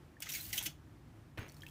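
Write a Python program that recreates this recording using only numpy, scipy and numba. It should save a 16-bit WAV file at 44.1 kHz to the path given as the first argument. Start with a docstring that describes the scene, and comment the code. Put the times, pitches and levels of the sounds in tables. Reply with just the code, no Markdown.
"""A low outdoor rumble and a faint hum run throughout. From about 0.2 s a toy water gun fires upward from a
float in a backyard pool: bubbles pop, the barrel gargles, the valve ticks, trapped air spits through the
nozzle and the jet hisses, until the hollow tank knocks at the end of the stroke. Pool walls and hedges
add a short echo. After a brief flight the slug of water slaps into the pool at 1.37 s and opens a booming
cavity; stray drops plink and patter after it until 1.7 s."""
import sys
import numpy as np
from scipy import signal
from scipy.fft import rfft, irfft, next_fast_len
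from scipy.io import wavfile
from scipy.ndimage import uniform_filter1d
from numba import njit

SR = 44100
rng = np.random.default_rng(int(sys.argv[2]) if len(sys.argv) > 2 else 0)


def dump(signal):
    """Clip the signal to [-1, 1] and save it as 16-bit WAV at the path in sys.argv[1]."""
    limited = np.clip(np.atleast_2d(signal).T, -1, 1)
    pcm = np.round(limited * 32767).astype(np.int16)
    wavfile.write(sys.argv[1], SR, pcm)


N = 74970

# Spectrum of the outdoor rumble: f/Hz, level/dB (in every spectrum, levels are relative)
YARD_SPECTRUM = [(22, -33), (32, -24.5), (45, -6), (62, -0.5), (105, 0.5), (150, 0), (195, -8.5),
                 (260, -6.5), (320, -5.5), (420, -18), (600, -20), (1000, -21), (2000, -27), (4000, -35),
                 (8000, -39.5), (14500, -43.5)]
# Bubbles bursting at the nozzle: t/s, level/dB, f/Hz
POPS = [(0.167, -53, 1750), (0.2245, -44, 2790), (0.2655, -44.5, 1240), (.2695, -41.5, 2015),
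        (0.3235, -37.5, 5670), (0.401, -42, 3950), (0.41, -59, 4000), (0.455, -45.5, 4350),
        (.531, -38, 2028), (.543, -54, 780), (.611, -51, 930), (.619, -53, 770)]
# Reflections from the water and the float: delay/s, level/dB
REFLECTIONS = [(.0046, -12), (0.0096, -13)]
# Spectrum of the echo: f/Hz, level/dB
ECHO_SPECTRUM = [(100, 8.5), (1000, -6.5), (3000, 7.5), (7000, 5), (14000, -1)]
# Envelope of the gargle in the barrel: t/s, level/dB
GARGLE_ENVELOPE = [(.2, -66.5), (.235, -50.5), (.252, -56), (.271, -52.5), (.283, -53.5), (.3, -42.5),
                   (.315, -58), (.355, -53.5), (.385, -49.5), (.425, -58), (.52, -57.5), (.55, -50),
                   (.613, -47.5), (.645, -53.5), (.675, -50.5), (.73, -73)]
# Spectrum of the gargle: f/Hz, level/dB
GARGLE_SPECTRUM = [(250, -29), (700, -7.5), (1000, -23), (1500, -2.5), (2200, -1), (3200, 0), (4800, -8),
                   (6300, -1.5), (9000, -15.5), (14000, -12)]
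# Ticks of the valve: t/s, level/dB, decay/s
VALVE_TICKS = [(.2038, -41, 0.0027), (0.37, -35, 0.00073), (0.556, -46, 0.0011), (0.6267, -30, 0.0009),
               (0.653, -34, 0.000886)]
# Spectrum of the ticks: f/Hz, level/dB
VALVE_SPECTRUM = [(1000, -10), (2500, -16), (5000, -11), (8000, -8), (12000, -3), (14500, -2.5)]
# Air pockets in the nozzle: t/s, level/dB, attack/s, length/s, first f/Hz, last f/Hz, feedback/1
SPITS = [(0.2202, -36.5, 0.0017, 0.01, 3010, 2240, 0.64), (0.2895, -41, 0.001, .016, 4000, 4000, 0.6),
         (0.3186, -40, .0006, 0.01, 5750, 5620, 0.26), (0.335, -39, 0.0017, .012, 2800, 2270, .55),
         (0.347, -36, 0.0033, 0.018, 2300, 2190, 0.57), (0.5287, -32.5, 0.00068, 0.016, 2980, 1996, 0.57),
         (.5775, -29.5, 0.0011, 0.014, 3112, 3158, 0.75), (0.6544, -32.5, 0.0094, .016, 3320, 3030, 0.29)]
# Spectrum of the spits: f/Hz, level/dB
SPIT_SPECTRUM = [(300, -39), (1000, -36), (1500, -9), (2100, -0.5), (3200, -0.5), (4500, -4), (6300, -1),
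                 (8000, -4.5), (11000, -7), (14500, -2.5)]
# Envelope of the rumble during the squeeze: t/s, level/dB
SLOSH_ENVELOPE = [(.25, -59), (.33, -77), (.47, -53), (.6, -68), (.72, -76)]
# Spectrum of that rumble: f/Hz, level/dB
SLOSH_SPECTRUM = [(28, -27), (55, 3.5), (110, 1.5), (170, 2), (300, -14.5), (600, -30), (2000, -47)]
# Envelope of the jet's fine spray: t/s, level/dB
JET_ENVELOPE = [(.284, -80), (.291, -43.5), (.37, -43), (.42, -44.5), (.485, -47), (.515, -52), (.56, -41),
                (.588, -41), (.6, -64), (.622, -62), (.631, -42), (.668, -46), (.69, -64), (.73, -85)]
# Spectrum of the jet: f/Hz, level/dB
JET_SPECTRUM = [(500, -42), (1500, -20.5), (3000, -10.5), (4300, -3.5), (6200, -5.5), (8000, -2),
                (10500, -1.5), (12500, 2), (14500, 4)]
# Impacts of the landing water: t/s, level/dB, attack/s, decay/s
SLAPS = [(1.3737, -41.5, 0.0014, 0.0047), (1.3778, -39.5, 0.0021, 0.0064), (1.384, -47, 0.028, 0.05)]
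# Spectrum of the impacts: f/Hz, level/dB
SLAP_SPECTRUM = [(100, 6), (300, 4.5), (550, 0.5), (900, -4), (1600, -3), (2300, -2.5), (3300, -11),
                 (4500, -18.5), (8000, -28.5), (14000, -26)]
# Drops that trap a bubble: t/s, level/dB, f/Hz
BUBBLE_DROPS = [(1.3865, -41.5, 1492), (1.4892, -48.5, 5670), (1.496, -52, 4360), (1.5445, -56, 5360),
                (1.567, -52.5, 4260), (1.6062, -52, 5230), (1.6198, -43.5, 3144), (1.634, -42.5, 1732),
                (1.6651, -41, 2587), (1.686, -52, 3210)]
# Drops that only tick on the surface: t/s, level/dB
SPLATS = [(1.394, -51), (1.4825, -53), (1.5196, -52.5), (1.526, -59), (1.681, -54), (1.6867, -58),
          (1.695, -66)]
# Spectrum of the drop impacts: f/Hz, level/dB
PATTER_SPECTRUM = [(1500, -12), (4000, -2), (8000, -0.5), (11000, -1.5), (14500, 0.5)]

BUBBLE_CYCLES, BUBBLE_RISE = 11.7, 0.019  # periods and fractional rise in frequency per decay time


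def undb(db):
    """Amplitude ratio of a level: a factor of ten per 20 dB."""
    return 10 ** (np.asarray(db) / 20)


def clock():
    """Uniform sampling: the time of each sample in seconds."""
    return np.arange(N) / SR


def unit(x):
    """Normalisation to an rms value of 1."""
    return x / np.sqrt(np.mean(x ** 2))


def colour(x, spectrum):
    """Minimum-phase filtering through (f/Hz, level/dB) points; the power of white noise is conserved."""
    size = 2 * next_fast_len(N)
    hz, db = np.array(spectrum, float).T
    bin_hz = np.arange(size // 2 + 1) * SR / size
    gain = unit(undb(np.interp(np.log(bin_hz + 1), np.log(hz), db)))
    cepstrum = irfft(np.log(gain))
    cepstrum[1:size // 2] *= 2  # folding onto positive time makes the filter causal
    cepstrum[size // 2 + 1:] = 0
    return irfft(rfft(x, size) * np.exp(rfft(cepstrum)))[:N]


def walk(rate_hz):
    """Low-pass random fluctuation of rms 1, correlated over about 1 / rate_hz."""
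    width = max(int(SR / rate_hz), 1)
    smoothed = uniform_filter1d(rng.standard_normal(N), width, mode="wrap")
    return unit(uniform_filter1d(smoothed, width, mode="wrap"))


def spray(rough_db, rate_hz):
    """Random amplitude modulation breaks noise into packets, as water tears into drops."""
    return unit(rng.standard_normal(N) * undb(rough_db * walk(rate_hz)))


def burst(start, attack, decay):
    """Envelope of a transient: linear growth, then exponential decay."""
    age = clock() - start
    return np.clip(age / attack, 0, 1) * np.exp(-np.maximum(age - attack, 0) / decay)


def curve(envelope):
    """Amplitude by interpolation of (t/s, level/dB) points, zero outside them."""
    t = clock()
    times, db = np.array(envelope).T
    return undb(np.interp(t, times, db)) * (t > times[0]) * (t < times[-1])


def ring(start, hz, attack, decay, rise=0):
    """Damped oscillator; its frequency gains the fraction `rise` in each of its first ten decay times."""
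    age = np.maximum(clock() - start, 0)
    pitch = hz * (1 + rise * np.minimum(age / decay, 10))
    return np.sin(2 * np.pi * np.cumsum(pitch * (age > 0)) / SR) * burst(start, attack, decay)


def yard(rumble_db=-56.5, hum_db=-67, hum_hz=146):
    """Ambient noise: distant rumble and a faint hum, slowly modulated in amplitude and frequency."""
    rumble = colour(rng.standard_normal(N), YARD_SPECTRUM) * undb(rumble_db - walk(6.4))
    phase = 2 * np.pi * np.cumsum(hum_hz * (1 + 0.01744 * walk(11.4))) / SR
    hum = np.sqrt(2) * np.sin(phase) * undb(hum_db + 2 * walk(9.9))
    return rumble + hum


def nozzle_pops():
    """Each bubble bursting at the nozzle excites a brief damped oscillation of rising pitch."""
    rings = sum(undb(db) * ring(start, hz, attack=0.0017, decay=0.0045, rise=0.0266)
                for start, db, hz in POPS)
    return rings * undb(-0.5 + 3.7 * walk(500))


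def early_reflections(x):
    """Image sources: the water and the float each return a delayed, weaker copy of the sound."""
    t = clock()
    return sum(undb(db) * np.interp(t - delay, t, x, left=0) for delay, db in REFLECTIONS)


def echo(x, level_db=-15, t60_s=0.18):
    """Scattering from pool walls and hedges: convolution with exponentially decaying noise."""
    tail = rng.standard_normal(N) * burst(start=0.0047, attack=0.0055, decay=t60_s / np.log(1000))
    response = colour(tail / np.linalg.norm(tail), ECHO_SPECTRUM)
    return undb(level_db) * signal.fftconvolve(x, response)[:N]


def gargle():
    """Two-phase flow: water and air mixing in the barrel radiate uneven noise."""
    return colour(spray(rough_db=2.5, rate_hz=220) * curve(GARGLE_ENVELOPE), GARGLE_SPECTRUM)


def churn(low_hz=614, high_hz=2400):
    """Bubbles of many sizes resonate in the barrel, in proportion to the amplitude of the gargle."""
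    out, effort = np.zeros(N), curve(GARGLE_ENVELOPE)
    first, last = GARGLE_ENVELOPE[0][0], GARGLE_ENVELOPE[-1][0]
    for when, smallness, strength in rng.uniform(size=(70, 3)):
        start = first + when * (last - first)
        hz = low_hz * (high_hz / low_hz) ** smallness
        gain = effort[int(start * SR)] * undb(-20.5 + 10 * strength)
        out += gain * ring(start, hz, attack=0.0013, decay=BUBBLE_CYCLES / hz, rise=BUBBLE_RISE)
    return out


def valve_ticks():
    """Impulsive excitation: each tick of the valve is brief and therefore broadband."""
    envelope = sum(undb(db) * burst(start, 0.00018, decay) for start, db, decay in VALVE_TICKS)
    return colour(envelope * rng.standard_normal(N), VALVE_SPECTRUM)


@njit
def air_column(x, period_samples, feedback):
    """Delayed feedback: a column of changing length resonates at harmonics of its round-trip rate."""
    y = x.copy()
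    for i in range(200, len(x)):
        place = i - period_samples[i]
        k = int(place)
        y[i] += feedback * (y[k] + (place - k) * (y[k + 1] - y[k]))
    return y


def spits(glide_s=0.0062, sag_s=0.017, release_s=0.0032, jitter_hz=180, whistle_db=-12):
    """Pipe resonance: an air pocket rings the nozzle, lower if it lengthens, until water closes it."""
    out = np.zeros(N)
    for start, db, attack, length, first_hz, last_hz, feedback in SPITS:
        age = np.maximum(clock() - start, 0)
        hz = last_hz + (first_hz - last_hz) * np.exp(-(age / glide_s) ** 2)
        air = unit(air_column(spray(rough_db=2, rate_hz=1800), SR / hz, feedback))
        phase = 2 * np.pi * np.cumsum(hz + jitter_hz * walk(800)) / SR
        whistle = undb(whistle_db) * feedback * np.sqrt(2) * np.sin(phase)
        closing = np.exp(-np.maximum(age - length, 0) / release_s)
        out += undb(db) * burst(start, attack, sag_s) * closing * (air + whistle)
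    return colour(out, SPIT_SPECTRUM)


def slosh():
    """Amplitude-modulated low-frequency noise: a rumble swells while the gun is squeezed."""
    return colour(rng.standard_normal(N) * curve(SLOSH_ENVELOPE), SLOSH_SPECTRUM)


def jet():
    """Jet break-up: water tearing into fine spray radiates a high-frequency hiss."""
    return colour(spray(rough_db=3, rate_hz=480) * curve(JET_ENVELOPE), JET_SPECTRUM)


def tank_knock():
    """Free vibration: one damped mode of the hollow tank sounds as the stroke ends."""
    return undb(-44) * ring(start=0.663, hz=305, attack=0.0048, decay=0.009)


def slap():
    """Impact noise: the slug strikes the surface in two quick bursts and falls back as froth."""
    envelope = sum(undb(db) * burst(start, attack, decay) for start, db, attack, decay in SLAPS)
    return colour(envelope * spray(rough_db=2.5, rate_hz=600), SLAP_SPECTRUM)


def after_ring():
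    """A thin high tone under random amplitude modulation swells and fades behind the splash."""
    return ring(start=1.385, hz=6480, attack=0.035, decay=0.03) * undb(-66 + 2.5 * walk(190))


def cavity_boom():
    """Cavity resonance: the air pocket under the splash gives a low, heavily damped oscillation."""
    return undb(-32.5) * ring(start=1.3862, hz=103, attack=0.007, decay=0.007, rise=0.014)


def drop_impacts(small_drops=45, splat_decay_s=0.0016):
    """Impact noise: every drop ticks on the surface, and the smallest patter at random times."""
    envelope = np.zeros(N)
    for start, db, _ in BUBBLE_DROPS:
        envelope += undb(db - 14) * burst(start, attack=0.00053, decay=0.0046)
    for start, db in SPLATS:
        envelope += undb(db) * burst(start, attack=0.0005, decay=splat_decay_s)
    noise = rng.standard_normal(N)
    for start in rng.uniform(1.465, 1.71, size=small_drops):
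        db = -66 + 3 * min(rng.standard_normal(), 1)
        envelope += undb(db) * burst(start, attack=0.00045, decay=splat_decay_s)
    return colour(envelope * noise, PATTER_SPECTRUM)


def plip(start, hz, overshoot=0.45, decay_s=0.0014):
    """Pinch-off: as a bubble's neck closes, a short chirp falls onto its natural frequency."""
    age = np.maximum(clock() - start, 0)
    pitch = hz * (1 + overshoot * np.exp(-age / decay_s))
    return np.sin(2 * np.pi * np.cumsum(pitch) / SR) * burst(start, attack=0.00031, decay=decay_s)


def drop_bubbles(plip_db=-4):
    """Bubble resonance: air trapped by each big drop pinches off and rings with a rising pitch."""
    out = np.zeros(N)
    for start, db, hz in BUBBLE_DROPS:
        tone = ring(start, hz, attack=0.001, decay=BUBBLE_CYCLES / hz, rise=BUBBLE_RISE)
        out += undb(db) * (tone + undb(plip_db) * plip(start, hz))
    return out * undb(-2 + 2 * walk(1500))


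def scene():
    """Linear superposition of squirt, splash, drops, their reflections and the low rumbles."""
    gun = jet() + gargle() + valve_ticks() + spits() + tank_knock() + nozzle_pops() + churn()
    landing = slap() + after_ring() + cavity_boom() + drop_impacts() + drop_bubbles()
    water = gun + early_reflections(gun) + landing
    return (water + echo(water) + yard() + slosh())[None]


def record(dry, cutoff_hz=15500):
    """Band limiting: a steep elliptic low-pass filter removes the highest treble."""
    return signal.sosfilt(signal.ellip(10, 0.2, 70, cutoff_hz, fs=SR, output="sos"), dry)


dry = scene()
out = record(dry)
dump(out)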